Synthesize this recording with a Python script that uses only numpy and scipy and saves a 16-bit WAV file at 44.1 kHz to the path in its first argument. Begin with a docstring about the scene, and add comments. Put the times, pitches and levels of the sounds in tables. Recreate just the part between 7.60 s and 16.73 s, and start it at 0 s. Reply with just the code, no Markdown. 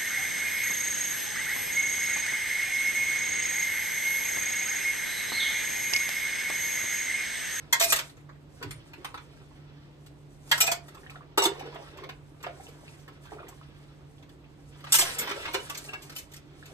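"""Washing cutlery in a double sink

Cutlery is washed by hand in an enamel double sink. Pieces drop on a ladle, a spoon, a knife and the dry
basin, or knock in the full one: noise crashes over decaying modes. Light touches sound single modes.
Water and drops are rising-pitch bubbles and shaped noise; the sponge and the suds are too.
A bumped cabinet thuds, a refrigerator hums in the room tone, and sparse decaying echoes form the kitchen."""
import sys
import numpy as np
from scipy import signal
from scipy.fft import rfft, irfft, next_fast_len
from scipy.io import wavfile

SR = 44100
rng = np.random.default_rng(int(sys.argv[2]) if len(sys.argv) > 2 else 0)


def persist_wave(psi):
    """Save psi, clipped to +-1, as 16-bit WAV."""
    counts = np.round(np.clip(psi, -1, 1) * 32767).astype(np.int16)
    wavfile.write(sys.argv[1], SR, np.atleast_2d(counts).T)


N = 402633

ROCK_DB = 3.4  # random level swing of a rocking piece


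def gain_of(db):
    """Level to amplitude: 20 dB is a factor of ten."""
    return 10 ** (np.asarray(db) / 20)


def evened(x):
    """Normalization to unit mean power."""
    return x / np.sqrt(np.mean(x ** 2) + 1e-20)


def read(points, hz):
    """Linear interpolation of a spectrum on a logarithmic frequency axis."""
    f, value = np.transpose(points)
    return np.interp(np.log(hz + 1), np.log(f + 1), value)


def add(mix, s, sound):
    """Superposition: a sound joins the mix at s seconds."""
    part = mix[round(s * SR):][:len(sound)]
    part += sound[:len(part)]


def coloured(x, points):
    """Linear filtering: the spectrum is multiplied by a tabulated response in dB."""
    count = x.shape[-1]
    size = next_fast_len(count)
    response = gain_of(read(points, np.fft.rfftfreq(size, 1 / SR)))
    return irfft(rfft(x, size) * response, size)[..., :count]


def flicker(per_s, size):
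    """Slow random modulation: Gaussian knots of unit deviation joined by straight lines."""
    knots = rng.standard_normal(400)
    return np.interp(np.arange(size) * per_s / SR, np.arange(len(knots)), knots)


def room_tone():
    """Stationary noise and narrow-band refrigerator lines, drawn independently for two channels."""
    # Spectrum of the air noise. Each row: frequency in Hz, relative density in dB per Hz
    air = [(20, -34.5), (40, -0.5), (52, 1.5), (100, 0), (200, -12), (315, -4), (500, -13.5), (1000, -20.5),
           (2200, -26), (4000, -29.5), (8000, -42.5), (16000, -49.5)]
    # Refrigerator lines. Each row: frequency in Hz, width of the wandering part in Hz, nominal level in dB
    hum = [(145.1, 7, -55), (289.6, 69, -63.5)]
    out = gain_of(-55) * evened(coloured(rng.standard_normal((2, N)), air))
    t = np.arange(N) / SR
    for hz, width_hz, db in hum:
        pole = np.exp(-np.pi * width_hz / SR)
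        real, imaginary = signal.lfilter([1 - pole], [1, -pole], rng.standard_normal((2, 2, N)))
        wander = real + 1j * imaginary
        deviation = np.std([real, imaginary])
        envelope = wander / deviation * 0.71 + 1.016  # a wandering part and a steady part
        out += gain_of(db) * (envelope * np.exp(2j * np.pi * hz * t)).real
    return out


def kitchen(x):
    """Reverberation: sparse echoes of random sign decay by band, through three tail pairs in rotation."""
    # Decay of the room. Each row: frequency in Hz, reverberation time t60 in seconds
    decay = [(200, 0.3), (1000, 0.23), (4000, 0.19), (12000, 0.11)]
    walls_db, walls_t60 = 8, .03  # first echoes off basin and tiles: dB over the tail at its start, s
    taps = np.zeros((3, 2, SR // 2))
    at = np.arange(110, SR // 2 - 20, 20)
    at = at + rng.integers(0, 20, (*taps.shape[:2], len(at)))
    np.put_along_axis(taps, at, rng.choice([-1., 1.], at.shape), 2)
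    hz, t, bands = signal.stft(taps, SR, nperseg=256)
    fade = gain_of(-60 * t / read(decay, hz)[:, None]) + gain_of(walls_db - 60 * t / walls_t60)
    tail = signal.istft(bands * fade, SR, nperseg=256)[1]
    tail /= np.linalg.norm(tail[0, 0])
    # the signed weights keep constant power while they turn, so the echo colour keeps changing
    phase = 4 * np.arange(N) / SR + np.arange(3)[:, None, None] / 3
    turns = np.sqrt(2 / 3) * np.cos(np.pi * phase)
    return signal.oaconvolve(x * turns, tail, axes=2).sum(0)[:, :N]


def cabinet():
    """Modal response of a panel: a soft push, here by a hip, excites two decaying wooden modes."""
    # Wooden modes. Each row: frequency in Hz, relative level in dB, decay time t60 in seconds
    wood = [(117, -1, .18), (290, -10, .12)]
    # Pushes. Each row: start in seconds, level in dB
    bumps = [(1.052, -31)]
    out, t = np.zeros(N), np.arange(SR // 2) / SR
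    body = sum(gain_of(db - 60 * t / t60) * np.sin(2 * np.pi * hz * t) for hz, db, t60 in wood)
    for s, db in bumps:
        add(out, s, gain_of(db) * body * np.minimum(t / 0.018, 1))
    return out


def bubble(hz, cycles=13.0, rise=0.23):
    """Bubble resonance: a decaying sine whose pitch climbs as the bubble nears the surface."""
    u = np.arange(round(3 * cycles / hz * SR)) * hz / SR / cycles
    wave = np.sin(2 * np.pi * cycles * (u + rise * u ** 2 / 2))
    return wave * np.exp(-2.5 * u) * np.minimum(8 * u, 1)


def grains(low_hz, high_hz, per_s, cycles, spread_db):
    """Random superposition: many small bubbles of 24 pitches, a few much louder."""
    at = np.flatnonzero(rng.random(N) < per_s / SR)
    size = gain_of(spread_db * np.minimum(rng.exponential(1, len(at)), 4))
    kind, out = rng.integers(0, 24, len(at)), np.zeros(N)
    for k, hz in enumerate(np.geomspace(low_hz, high_hz, 24)):
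        shape = bubble(hz, cycles)
        chosen = kind == k
        where = at[chosen, None] + np.arange(len(shape))
        out += np.bincount(where.ravel(), (size[chosen, None] * shape).ravel(), N)[:N]
    return evened(out)


def water():
    """Bubble and turbulence noise: slosh, sponge and fizz follow the hands and sliding wet pieces."""
    # Hands in the water. Each row: time in seconds, nominal levels of slosh, sponge and fizz of suds in dB
    hands = [(0.0, -64, -61.5, -81), (0.691, -77, -101, -82), (1.001, -68, -66, -70.5),
             (1.571, -64, -65.5, -72), (1.9, -69, -71.5, -74.5), (2.18, -72.5, -67, -78.5),
             (2.802, -72, -91, -76), (3.299, -65.5, -68, -67.5), (3.75, -64.5, -76.5, -81.5),
             (3.938, -51.5, -56, -65), (4.42, -60.5, -61, -73), (4.6, -70, -87, -81),
             (4.95, -60.5, -66, -66), (5.441, -68, -66, -68.5), (5.82, -55, -69, -70.5),
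             (6.049, -77, -66.5, -73), (6.301, -66, -68, -71), (6.5, -69.5, -82, -74),
             (7.07, -70.5, -75, -78.5), (7.599, -55, -45.5, -63.5), (7.76, -48, -46.5, -54.5),
             (7.9, -55, -48, -54.5), (8.44, -66, -61, -64), (8.85, -69.5, -71.5, -75),
             (9.13, -64.5, -60.5, -63.5)]
    # Wet pieces settling on the heap. Each row: loudest moment in seconds, level before the shares in dB
    slides = [(0.301, -39), (2.949, -49.5), (7.413, -34)]
    # What a slide adds to each layer. The row: shares of slosh, sponge and fizz in dB
    shares_db = (-21.5, -3, 4)
    # Spectra of slosh, sponge and fizz. Each row: frequency in Hz, filter gain in dB
    slosh_tone = [(200, -28), (370, -1), (700, 0), (1500, -5), (3000, -7), (6000, -25)]
    rub_tone = [(900, 2), (2300, 4.5), (3200, 6.5), (4600, 2.5), (5600, 3.5), (8000, -37)]
    fizz_tone = [(2500, -22), (5500, -3.5), (7500, -2.5), (10000, 3), (14000, -12.5), (16500, -25.5)]
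    rise_db_s, fall_db_s = 185.5, 153.5  # a slide swells and dies, dB per second
    t = np.arange(N) / SR
    s, *levels = np.transpose(hands)
    slide = sum(gain_of(db + np.minimum(rise_db_s * (t - at), fall_db_s * (at - t))) for at, db in slides)
    slosh_gain, rub_gain, fizz_gain = (
        gain_of(np.interp(t, s, db)) + gain_of(share_db) * slide for db, share_db in zip(levels, shares_db))
    slosh = grains(300, 4000, 1000, 6., 4.) + .4 * rng.standard_normal(N)
    fizz = grains(3000, 15000, 3000, 2.5, 4.0) + .6 * rng.standard_normal(N)
    rub = grains(1000, 8000, 700, 2.5, 1.9) + 1.1 * rng.standard_normal(N)  # foam squeezed from the pores
    # random swings in dB: surge of the water, pressure of the sponge, bursts of the suds
    out = slosh_gain * gain_of(3. * flicker(25, N)) * evened(coloured(slosh, slosh_tone))
    out += rub_gain * gain_of(2.6 * flicker(30, N)) * evened(coloured(rub, rub_tone))
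    out += fizz_gain * gain_of(5.5 * flicker(22, N) - 3) * evened(coloured(fizz, fizz_tone))
    return out


def drops():
    """Entrained-bubble resonance: each drop plinks and throws up three smaller, higher droplets."""
    # Drops. Each row: start in seconds, nominal level in dB, bubble frequency in Hz
    plinks = [(3.371, -36, 1040), (3.433, -34.5, 1680), (3.464, -28.5, 1700), (3.497, -25, 2350),
              (3.346, -43, 810), (3.504, -35, 1260), (3.519, -38, 1054), (3.548, -35, 1080),
              (3.557, -27, 1310), (3.563, -35, 670), (3.608, -31, 1090), (3.861, -15, 357),
              (3.916, -24, 414), (4.01, -26.5, 800), (4.03, -26, 354), (4.075, -30, 420), (4.052, -32, 410),
              (4.127, -33, 920), (4.157, -25.5, 673), (4.169, -33, 644), (4.198, -42, 586),
              (4.332, -37, 403), (4.419, -31, 400), (4.386, -30, 1020), (4.433, -29, 1130),
              (4.841, -27, 2760), (4.849, -28, 1760), (4.866, -19, 658), (4.895, -24.5, 627),
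              (5.068, -29.5, 2800), (5.479, -31, 1670), (5.671, -35, 1450), (5.71, -35, 1730),
              (5.765, -36, 640), (5.792, -28, 1310), (5.869, -35, 1800), (5.882, -34, 2900),
              (5.888, -38, 660), (5.926, -38, 1000), (5.691, -35, 1470), (5.72, -25.5, 726),
              (5.733, -32, 385), (4.999, -31.5, 734), (5.28, -29, 2430), (5.784, -32, 1230),
              (5.83, -30, 1096), (6.013, -34, 1144), (6.582, -40, 3100), (6.843, -39, 2450),
              (7.688, -32, 280), (7.71, -20.5, 366), (7.892, -36, 292), (7.946, -22.5, 394),
              (9.027, -30, 1570)]
    spray_db, spray_s = -9, .025  # later droplets are weaker, to twice this many dB; longest delay
    out = np.zeros(N)
    for s, db, hz in plinks:
        add(out, s, gain_of(db - 5.5) * bubble(hz, 8.3, 0.14))
        for late, pitch in rng.random((3, 2)):
            droplet = bubble(hz + 400 + 1800 * pitch, 4.)
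            add(out, s + spray_s * late, gain_of(db + spray_db * (1 + late)) * droplet)
    return out


def clinks():
    """Single-mode excitation: a decaying sine wobbles as the piece rocks, until a touch damps it."""
    # Light touches. Each row: start in seconds, level in dB, frequency in Hz, seconds until muted
    touches = [(.208, -33, 4340, 0.0086), (.222, -23, 2473, .075), (.298, -25.5, 2460, 0.032),
               (3.007, -17.5, 2420, 0.012), (3.03, -32.5, 677, 0.048), (3.088, -28.5, 680, 0.094),
               (3.075, -21.5, 2490, 0.017), (3.103, -36, 2410, 0.0084), (3.124, -37, 2430, 0.038),
               (3.777, -21.5, 2844, .045), (3.778, -28, 3830, .04), (3.818, -29, 2150, 0.042),
               (3.852, -16.5, 3570, 0.0067), (7.328, -21, 2870, 0.051), (7.395, -26.5, 1010, 0.0049),
               (7.422, -29, 689, 0.065), (7.59, -33.5, 2176, 0.021), (7.88, -45, 4120, .03),
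               (7.936, -31.5, 2330, 0.0064), (7.948, -32, 2930, 0.012), (7.994, -40, 2980, 0.018),
               (8.099, -36, 1144, 0.033), (8.248, -49, 4180, 0.011), (8.287, -38, 2720, 0.0097),
               (8.289, -47, 1620, 0.052), (8.29, -50, 754, 0.055), (8.333, -38, 2720, 0.034),
               (8.335, -41, 2240, .05), (8.34, -45, 764, 0.037), (8.344, -41, 1640, .042),
               (8.562, -35, 3045, .012)]
    t60, rise_s, mute_db_s = .15, .0015, 2500
    out, t = np.zeros(N), np.arange(8192) / SR
    for s, db, hz, free in touches:
        wobble_db = ROCK_DB / 2 * flicker(170, len(t))
        level_db = db - 60 * t / t60 + wobble_db - mute_db_s * np.maximum(t - free, 0)
        add(out, s, gain_of(level_db) * np.minimum(t / rise_s, 1) * np.sin(2 * np.pi * hz * t))
    return out


def blows(table, blow, modes=()):
    """Impact excitation: rattling contacts make a decaying noise crash and strike the modes."""
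    luck_spread_db, detune = 2., .012  # chance in each mode's strength and relative frequency
    out, t = np.zeros(N), np.arange(16384) / SR
    lumps_hz = np.geomspace(300, 16000, 40)
    crash_t60, rattle, free = blow
    rattle = max(rattle, 1e-3)
    if modes:
        hz, mode_db, ring_t60 = np.transpose(modes)
        fade = -np.log(1000) / ring_t60
    for s, db, low_db, high_db, *ring_db in table:
        tone = [(220, low_db - 15.5), (380, 2.8 * low_db + 1.0), (600, low_db + 0.5),
                (1100, low_db + 5.5), (2200, 0.25), (4700, 0.43 * high_db - 0.5),
                (7500, high_db), (14000, high_db - 3.0), (16500, high_db - 13.5)]
        # uneven contacts, under a millisecond each
        contacts = gain_of(3.0 * rng.standard_normal(len(t) // 32)).repeat(32)
        onset = np.minimum(0.02 + 2.3 * t / rattle, 1)
        shape = np.where(t < rattle, contacts * onset, 1)
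        decay = gain_of(-60 * np.maximum(t - rattle, 0) / crash_t60)
        crash = rng.standard_normal(len(t)) * shape * decay
        # no two crashes excite the same short resonances of the heap
        lumps_db = 1.4 * rng.standard_normal(len(lumps_hz)) + read(tone, lumps_hz)
        sound = coloured(crash, tone[:1] + list(zip(lumps_hz, lumps_db)))
        if modes:
            # where the blow lands decides which modes speak
            luck, turn, shift = rng.standard_normal((3, len(modes)))
            struck_db = ring_db[0] - 6.5 + mode_db + 0.79 * read(tone, hz) + luck_spread_db * luck
            struck = gain_of(struck_db) * np.exp(3j * turn)
            # the modes shift with the way a piece lies
            exponent = fade + 2j * np.pi * hz * (1 + detune * shift)
            waves = np.exp(np.outer(exponent, t).astype(np.complex64))
            # the piece rocks, then a touch mutes it
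            choke_db = ROCK_DB * flicker(85, len(t)) - 900 * np.maximum(t - free, 0)
            sound += (struck @ waves).real * np.minimum(t / rattle, 1) * gain_of(choke_db)
        add(out, s, gain_of(db - 1.0) * sound)
    return out


# In the sources below, each row of hits: start in seconds, nominal level in dB, tone settings in dB for
# below 1.5 kHz and above 6 kHz, and ring setting in dB (none for splashes).
# Each row of modes: frequency in Hz, relative level in dB, decay time t60 in seconds.
# Each contact: t60 of the crash in s, rattle in s (at least 1 ms is used), s until a touch mutes the ring.


def splashes():
    """Damped impact: splashes, dull knocks and the body of the cabinet bump are noise without modes."""
    # Hits and contact
    hits = [(1.013, -47.5, 10.5, -25), (1.04, -51, 11, -30), (2.4614, -49, -11, -6.5),
            (3.2799, -54, -8, 2.5), (3.3446, -49.5, 2, -7.5), (3.4979, -52.5, 4, 1.5),
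            (4.0576, -47, 7, -16), (4.371, -38, -7, -17.5), (4.4353, -36.5, 4, -22.5),
            (4.4898, -30, -2, -23.5), (4.803, -45, -2, -27), (4.8263, -45.5, -4, -3.5),
            (4.838, -29.5, -5.5, -45), (4.8615, -34.5, 2.5, -29), (5.0838, -46, -15, -8),
            (5.4785, -42, 1.5, -14.5), (5.6521, -46, 5, -16.5), (5.883, -47.5, 2.5, 1),
            (6.6246, -48, -6.5, -16), (6.69, -49.5, -12, -13), (7.2035, -47, -5, -14),
            (7.2396, -38.5, -1, -15.5), (7.267, -33, -3, -27), (7.672, -26.5, -3, -18),
            (7.692, -24, -7, -22), (7.7095, -25, -3, -21.5), (8.241, -41, -18, -5.5), (8.42, -43.5, -28, 2),
            (8.4317, -53, -23, 2), (8.495, -40, -5, -9), (8.52, -44.5, 0.5, -6), (8.716, -45, -38.5, -5),
            (8.735, -41, -19, -3.5), (8.761, -42, -26.5, -3.5), (9.0549, -43, -12, -7)]
    contact = (0.027, 0.0045, 0)
    return blows(hits, contact)


def full_basin():
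    """Plate modes under impact: pieces knock on the basin that holds water."""
    # Hits, contact and modes of the full basin
    hits = [(3.7748, -15.5, 1.5, -5.5, -5), (3.7854, -35, -24, -3, 9), (3.8194, -27, -11, -2, 9.5),
            (3.835, -25.5, 3, 2, -11), (3.8531, -21, 1, -3, -6.5), (3.9933, -33.5, -28, -15.5, -16),
            (4.156, -37, -3, -36, -20), (5.7174, -50, 8, -28, -4.5), (7.853, -23, -12, -25, -20),
            (7.875, -28.5, -12.5, -38, 0.5), (7.933, -36.5, -0.5, 1, -8), (7.9425, -21, -1.5, -13.5, -12),
            (8.0963, -28, -3.5, -7, -29), (8.1464, -33, -11.5, -7, -13), (8.286, -36, -12, -32, -20),
            (8.331, -31.5, -2, -16, -15)]
    contact = (0.031, 0.0032, 0.055)
    modes = [(395, -1, .12), (520, -6, .1), (720, -7, .1), (935, -1, .07), (1150, -5, .08), (2160, -8, .07),
             (2905, -8, .1), (3700, -8, .08), (4323, -7, .07), (5760, -4, .07), (7900, -8, .1)]
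    return blows(hits, contact, modes)


def dry_basin():
    """Plate modes under impact: pieces drop on the dry basin, which rings briefly."""
    # Hits, contact and modes of the dry basin
    hits = [(0.1258, -15.5, -6, -1, -2.5), (0.1981, -20.5, -12, 0, -13.5), (0.3226, -15, -2, -1.5, -20),
            (0.3588, -23, -19, 0.5, -21), (2.9135, -12.5, -7.5, -10, -6), (2.977, -29.5, -2, 1.5, -9)]
    contact = (0.03, 0.003, 0.025)
    modes = [(930, -1, .05), (1080, -3, .06), (1350, -4, .05), (1650, 0, .07), (1900, -1, .07),
             (2105, 1, .08), (3250, -3, .06), (5900, -5, .05)]
    return blows(hits, contact, modes)


def knife():
    """Bar modes under impact: blows on a knife excite short, mostly high modes."""
    # Hits, contact and modes of the knife
    hits = [(1.0259, -29, -1, -13.5, -32), (1.1071, -29, -19, -13.5, 6), (1.3334, -37.5, -5, -21, -24),
            (1.4449, -27.5, -7, -16, -1), (1.5419, -31, -3, -22, -12), (1.5744, -33, -8, -26, -17)]
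    contact = (0.0117, 0.0035, 0.067)
    modes = [(2073, -16, .03), (3849, -11, .03), (9000, 2, .1), (10900, -8, .1), (13800, -14, .06)]
    return blows(hits, contact, modes)


def spoon():
    """Bar modes under impact: blows on a spoon excite bright modes that are left free longer."""
    # Hits, contact and modes of the spoon
    hits = [(7.3222, -20, -7, 9, -12), (7.3405, -15, -7.5, 1, -13), (7.3499, -18.5, -17, 3.5, 2),
            (7.3855, -20.5, -5, 2, 7.5), (7.5847, -30.5, -8, 6.5, -0.5), (8.1735, -36.5, -12, 4.5, -28),
            (8.552, -47, -9.5, 4, -20), (8.5622, -37.5, -8, 2.5, -3), (8.584, -33.5, -16, -2, -18)]
    contact = (0.043, 0.00077, 0.23)
    modes = [(2902, -10, .1), (5281, -8, .12), (6100, -9, .12), (7009, -6, .09), (8050, -6, .09),
             (9075, -10, .25), (10400, -2, .15), (12820, -8, .2), (13900, -8, .15)]
    return blows(hits, contact, modes)


def ladle():
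    """Shell modes under impact: blows on the ladle excite low and high modes together."""
    # Hits, contact and modes of the ladle
    hits = [(0.2054, -21.5, -2, -3, 6), (0.2184, -20, -21.5, -1, -8), (0.235, -23, -17, 2.5, -13),
            (0.3855, -25, -4, -5, -17), (3.003, -19, -5, 4, -7.5), (3.008, -22, -24, 0, 3),
            (3.03, -34, 3, -9, 7), (3.0644, -24.5, -13.5, -2.5, -5), (3.0754, -26, -5, -30, 5.5),
            (3.1134, -26, -3.5, 1, -39), (7.4094, -20.5, -17, -5, -17.5), (7.42, -34, -2, -12, -7)]
    contact = (0.041, 0.0054, 0.045)
    modes = [(682, -3, .3), (2452, -12, .15), (4210, -14, .08), (5460, -7, .14), (5745, -11, .3),
             (6430, -16, .2), (7660, 1, .14), (8200, -13, .15), (8670, -15, .2), (13545, -6, .12)]
    return blows(hits, contact, modes)


def stereo(near, far):
    """Two-channel reception: near sound is the same in both channels, the far field partly so and nearly one
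    sound in the treble; the channels differ in phase and level."""
    # Coherence of the far field. Each row: frequency in Hz, left-right likeness from 0 to 1
    likeness = [(60, 0.86), (250, 0.76), (700, 0.33), (2500, 0.019), (5500, 0.0086)]
    # Level difference. Each row: frequency in Hz, left over right in dB
    left_db = [(60, -2.5), (200, -4), (400, -1), (740, -5), (1500, -1.5), (4000, -1), (9000, 0)]
    # Phase difference. Each row: frequency in Hz, lag of the left in half turns (negative: it leads)
    half_turns = [(0, 0), (1000, .3), (4500, 1.55), (5200, 1.1), (6000, .55), (6900, .22), (7500, .03),
                  (8500, -.04), (9000, -.35), (9800, -.97), (11100, -1.02), (12200, -1.95), (13400, -2.04),
                  (13900, -2.3), (14700, -3)]
    size = next_fast_len(N + 1024)
    hz = np.fft.rfftfreq(size, 1 / SR)
    same = np.clip(read(likeness + [(7300, .96)], hz), 0, 1)  # nearly one sound in the treble
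    direct, (a, b) = rfft(near, size), rfft(far, size)
    lag = np.exp(-1j * np.pi * np.interp(hz, *np.transpose(half_turns)))
    tilt = gain_of(read(left_db, hz) / 2)
    left = (direct + same * a + np.sqrt(1 - same ** 2) * b) * lag * tilt
    right = (direct + a) / tilt
    return irfft(np.array([left, right]), size)[:, :N]


def scene():
    """Superposition of the direct sound at the sink, its reverberation and the room tone."""
    sink = cabinet() + splashes() + full_basin() + dry_basin() + knife() + spoon() + ladle()
    light, wet = clinks() + drops(), water()
    # light touches and drops deep in the basin hardly wake the room, the water a little more
    echo = kitchen(sink + gain_of(-8) * light + gain_of(-4) * wet)
    return stereo(sink + light + wet, gain_of(5) * echo + room_tone())


def record(dry):
    """Band limitation: a linear-phase low-pass at 16.2 kHz."""
    low_pass = signal.firwin(255, 16200, window=("kaiser", 9), fs=SR)
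    return signal.oaconvolve(dry, low_pass[None], "same")


dry = scene()
out = record(dry)
persist_wave(out)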